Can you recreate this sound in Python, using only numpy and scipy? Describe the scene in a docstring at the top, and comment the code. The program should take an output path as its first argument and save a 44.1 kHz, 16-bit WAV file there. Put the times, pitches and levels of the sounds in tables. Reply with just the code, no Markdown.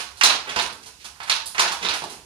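"""Wood clacks on wood in uneven bursts: a handloom worked by hand in a bare, echoing room.
Each knock is a quick clatter of tiny taps that rings a slat and the frame, and the room smears it
into a long tail. Four soft, low thuds of the frame and floor sound among the knocks.
Faint hiss and low rumble lie underneath, all heard through a small two-port microphone."""
import sys
import numpy as np
from scipy import signal
from scipy.fft import rfft, irfft, next_fast_len
from scipy.io import wavfile
from scipy.ndimage import uniform_filter1d

SR = 44100
rng = np.random.default_rng(int(sys.argv[2]) if len(sys.argv) > 2 else 0)


def store_wav(level_fs):
    """Save 16-bit WAV to argv[1]."""
    pcm = np.round(np.clip(np.atleast_2d(level_fs), -1, 1) * 32767)
    wavfile.write(sys.argv[1], SR, pcm.T.astype(np.int16))


N = 99225


def loom():
    """The loom at work: each knock arrives directly and through one of six room tails."""
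    # The blows of wood on wood. Each row: start in seconds, slat pitch in Hz, six relative band levels
    # in dB from low to high, clatter decay in seconds, left-minus-right pan in dB, swell in seconds.
    knocks = [ (-.04,4460,-39,-30,-31,-26,-30.5,-38,0.015,0.5,0.0081),
              (.17,4220,-55,-51,-56,-46,-47,-54,0.017,-1.5,0.025),
              (.211,2816,-48,-24,-16.5,-26.5,-24.5,-43.5,.004,-1.5,0.0014),
              (.233,4220,-29.5,-19.5,-19.5,-13,-13.5,-25.5,0.0092,2.5,0.009),
              (.257,3880,-35,-24.5,-35,-14.5,-32,-51,0.0023,-1.5,0.0058),
              (.295,3970,-33.5,-24,-26.5,-20,-33,-54,0.0062,-1.5,0.014),
              (.471,3500,-38.5,-37.5,-34,-45,-54,-55,0.012,1,0.012),
              (.49,3300,-38,-36,-33.5,-33,-36.5,-50,0.022,1,0.0061),
              (.56,4750,-30,-23,-28.5,-28.5,-32,-46,0.012,-2,0.0022),
              (.587,4980,-38.5,-26.5,-29.5,-26.5,-33,-52,0.007,1,0.0027),
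              (.596,3670,-45,-32,-33.5,-25.5,-37.5,-47,0.0033,-4,0.0033),
              (.62,3500,-34,-51,-37,-46,-34,-45,0.0057,-1,0.0059),
              (.655,3750,-53,-64,-51,-56,-51,-58,.014,11,0.01),
              (.725,3440,-45.5,-56,-68,-45,-48,-53,0.0047,0,0.0078),
              (.828,4630,-53,-65,-51,-54,-47,-59,0.012,1,.012),
              (.858,4400,-51,-48,-52,-45.5,-45.5,-52.5,0.011,0,0.032),
              (.995,4360,-57,-66,-50.5,-51,-50,-65,0.047,-1,0.018),
              (1.042,3470,-52.5,-44,-47,-41,-41.5,-50,0.014,-1,0.021),
              (1.154,4240,-71,-51,-58,-75,-86,-80,0.011,-1,0.0094),
              (1.202,4530,-50,-35.5,-37,-43,-50,-62,0.013,-1,0.0012),
              (1.23,4440,-71,-38.5,-59,-40.5,-47,-53.5,0.0063,-0.5,0.0086),
              (1.272,4270,-46.5,-39,-36,-46,-45,-54,0.012,-0.5,0.015),
              (1.296,4290,-45,-23.5,-25.5,-20,-24,-36.5,0.0057,0,0.0031),
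              (1.317,4320,-42,-38,-33,-19.5,-37.5,-61,0.0047,-1,0.022),
              (1.456,4660,-51.5,-47.5,-63,-35,-40,-37,0.016,0.5,0.011),
              (1.546,4200,-46,-33,-34,-41,-44,-56,.016,0,.004),
              (1.58,4400,-38,-32.5,-21.5,-35.5,-29.5,-52,0.0059,-1.5,0.0082),
              (1.593,1102,-31,-20,-23.5,-16.5,-18.5,-31,0.006,3,0.016),
              (1.62,3600,-37,-24,-31,-28,-40,-55,0.012,0,0.0045),
              (1.651,4220,-55,-29.5,-34,-45,-52,-60,0.0094,-5,0.0021),
              (1.676,4200,-39.5,-38,-35,-27.5,-36.5,-48,0.0089,2.5,0.0067),
              (1.718,4270,-52,-27.5,-36,-32.5,-35,-42,0.007,0,0.012),
              (1.811,3440,-31,-37,-31.5,-35.5,-40,-50,0.039,-0.5,0.03),
              (1.826,3720,-37.5,-42,-34,-34,-34,-55.5,0.0078,3,0.0072),
              (1.848,3670,-36.5,-26.5,-32,-25.5,-35,-51,0.016,-0.5,0.0017),
              (1.886,3810,-39,-28.5,-30,-22.5,-31,-46.5,0.025,-1,0.00096),
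              (1.935,3680,-44,-33,-34,-31,-34,-41.5,0.028,1.5,0.0049),
              (2.02,863,-35,-37,-47,-39.5,-54,-58,0.0048,-0.5,0.0031),
              (2.038,854,-37.5,-32.5,-61,-39,-42,-50,0.0062,1.5,0.0023),
              (2.095,4010,-40,-51,-45.5,-42.5,-42,-47,0.038,0.5,0.0033)]
    room_db, pan_offset_db = 1, 1.5
    slat_ring_db, slat_ring_width_hz = 5, 110
    left_lag = round(0.00026 * SR)  # the direct sound reaches the left port later
    lead = SR // 10  # space for a knock already sounding at the start
    tails = [room_tail() for _ in range(6)]
    out = np.zeros((2, N + 2 * SR))
    for k, (start_s, slat_hz, *band_db, decay_s, pan_db, swell_s) in enumerate(knocks):
        clack = knock(slat_hz, band_db, decay_s, swell_s)
        sound = amp(room_db) * signal.fftconvolve(clack[None], tails[k % len(tails)], axes=1)
        # Only the direct sound gets this extra short, pitched ring of the slat.
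        slat_ring = signal.lfilter(*signal.iirpeak(slat_hz, slat_hz / slat_ring_width_hz, SR), clack)
        direct = clack + amp(slat_ring_db) * slat_ring
        sound[0, left_lag:left_lag + len(direct)] += direct
        sound[1, :len(direct)] += direct
        at = lead + round(start_s * SR)
        out[:, at:at + sound.shape[1]] += sound * pan_gains(pan_db + pan_offset_db)
    return out[:, lead:lead + N]


def knock(slat_hz, band_db, decay_s, swell_s):
    """One clack: a quick run of tiny taps swells, dies away and sets the wood ringing."""
    size, taps_per_s, spread_db = 4096, 6000, 1.5
    t, hz = np.arange(size) / SR, np.abs(np.fft.fftfreq(size, 1 / SR))
    lands = rng.random(size) < taps_per_s / SR
    strength = amp(spread_db * np.minimum(rng.exponential(1, size), 3))
    taps = lands * strength * rng.choice([-1., 1.], size)
    taps *= np.minimum(t / swell_s + .1, 1) * np.exp(-t / decay_s)
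    taps /= np.linalg.norm(taps)
    # Even out the taps' spectrum so that the clatter adds no pitch of its own.
    tap_power = uniform_filter1d(abs(np.fft.fft(taps)) ** 2, size=19, mode="wrap")
    colour_db = wood_colour(hz, slat_hz, band_db) - 10 * np.log10(tap_power + .1)
    log_gain = np.log(amp(colour_db))
    ring = np.fft.ifft(np.exp(np.conj(signal.hilbert(log_gain)))).real  # minimum phase: a sharp attack
    return signal.fftconvolve(taps, ring[:2048])


def wood_colour(hz, slat_hz, band_db):
    """One blow's tone in dB: a broad curve, the frame's modes a little retuned, and the slat's peak."""
    # The six bands of a knock's tone. Each entry: frequency in Hz.
    band_hz = [420, 930, 2050, 4000, 6000, 9800]
    # The modes of the wooden frame. Each row: frequency in Hz, width in Hz, boost or cut in dB.
    frame_modes = [(171.6, 120, 11), (419, 120, 4), (901, 265, 4.5), (1160, 105, 0.5), (1465, 720, 5),
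                   (2630, 890, 4.5), (6430, 3600, 0), (7820, 1050, -4.5), (9700, 2630, 6)]
    gain_db, detune = 36, .02
    db = gain_db + read(list(zip(band_hz, band_db)), hz)
    octaves_below = np.maximum(np.log2(band_hz[0] / (hz + 5)), 0)
    octaves_above = np.maximum(np.log2((hz + 5) / band_hz[-1]), 0)
    db -= 9.5 * octaves_below + 39.5 * octaves_above
    for mode_hz, width_hz, height_db in frame_modes:
        db += resonance(hz, mode_hz * (1 + detune * rng.uniform(-1, 1)), width_hz, height_db)
    return db + resonance(hz, slat_hz, width_hz=280, height_db=1)


def thuds():
    """Four soft, low thuds of the frame and floor, each a quickly dying sine at a set time."""
    # The low thuds. Each row: start in seconds, level in dB before the soft attack rounds it off.
    cues = [(0.233, -44), (0.562, -32), (.66, -38), (1.9, -37)]
    base_hz, rise_s, t60_s = 75, 0.0058, 0.096
    t, out = np.arange(SR // 4) / SR, np.zeros(N + SR)
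    for start_s, level_db in cues:
        hz = base_hz * rng.uniform(1.0, 1.14)
        envelope = (1 - np.exp(-t / rise_s)) * amp(level_db - 60 * t / t60_s)
        out[round(start_s * SR):][:len(t)] += envelope * np.sin(2 * np.pi * hz * t)
    return out[:N]


def room_tail():
    """The bare room's dense echoes, each band dying at its own speed."""
    # The room's reverb time. Each row: frequency in Hz, seconds to fall by 60 dB.
    decay_times = [(150, 0.36), (250, 0.7), (400, 0.49), (1000, 0.47), (2700, 0.38), (5000, 0.4),
                   (10000, 0.3), (14000, 0.3)]
    predelay_s, rise_s = 0.0019, 0.0037
    t = np.arange(SR // 2 + 8192) / SR
    echoes = rng.standard_normal((2, len(t))) ** 3  # cubing makes single echoes stand out
    tail = diffuse(echoes, lambda hz, s: amp(-60 * s / read(decay_times, hz)[:, None]))
    tail *= np.clip((t - predelay_s) / rise_s, 0, 1)
    return tail / np.linalg.norm(tail, axis=1, keepdims=True)


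def room_noise():
    """A steady bed of faint hiss and low rumble."""
    # The colour of the room tone. Each row: frequency in Hz, relative level in dB.
    spectrum = [(20, -38), (40, -17), (64, -5), (100, -10.5), (150, -17), (400, -29), (1000, -45),
                (2500, -23.5), (5000, -22.5), (10000, -28.5), (15500, -51)]
    rms_db = -54
    noise = diffuse(rng.standard_normal((2, N)), lambda hz, s: 1)
    noise = irfft(rfft(noise) * amp(read(spectrum, np.fft.rfftfreq(N, 1 / SR))), N)
    return amp(rms_db) * noise / np.sqrt(np.mean(noise ** 2))


def diffuse(noises, shape):
    """Two noises made as alike as the ports hear them, with a gain of shape(Hz, seconds)."""
    # How alike diffuse sound is at the two ports. Each row: frequency in Hz, likeness from 0 to 1.
    port_likeness = [(60, 0.79), (290, 1), (640, 0.8), (1400, 0.067), (15000, 0.021)]
    hz, t, (left, other) = signal.stft(noises, SR, nperseg=512)
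    likeness = read(port_likeness, hz)[:, None]
    right = likeness * left + np.sqrt(1 - likeness ** 2) * other
    shaped = np.array([left, right]) * shape(hz, t)
    return signal.istft(shaped, SR, nperseg=512)[1][:, :noises.shape[1]]


def resonance(hz, centre_hz, width_hz, height_db):
    """A bell-shaped boost or cut in dB."""
    return height_db / (1 + (2 * (hz - centre_hz) / width_hz) ** 2)


def pan_gains(left_minus_right_db):
    """Left and right gains that share a level gap equally."""
    return amp(left_minus_right_db * np.array([[.5], [-.5]]))


def amp(db):
    """Decibels to gain."""
    return 10 ** (np.asarray(db) / 20)


def read(points, hz):
    """A curve through (Hz, value) points on a log-frequency axis."""
    point_hz, value = np.transpose(points)
    return np.interp(np.log(hz + 1), np.log(point_hz + 1), value)


def scene():
    """The loom and its thuds over the room noise."""
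    return loom() + thuds() + room_noise()


def record(dry):
    """The microphone: a quieter, duller left port, softly rounded peaks and a cut of the top treble."""
    # The balance of the two ports. Each row: frequency in Hz, left-minus-right level in dB.
    port_balance = [(60, -3), (200, -7.5), (500, -4.5), (1300, -7.5), (4400, -10), (9000, -12),
                    (12000, -20), (15000, -29)]
    ceiling, cutoff_hz = .87, 15500
    size = next_fast_len(N + 2048)
    port_gains = pan_gains(read(port_balance, np.fft.rfftfreq(size, 1 / SR)))
    heard = irfft(rfft(dry, size) * port_gains, size)[:, :N]
    rounded = ceiling * np.tanh(heard / ceiling)
    lowpass = signal.firwin(1023, cutoff_hz, window=("kaiser", 9), fs=SR)
    return signal.oaconvolve(rounded, lowpass[None], "same")


dry = scene()
out = record(dry)
store_wav(out)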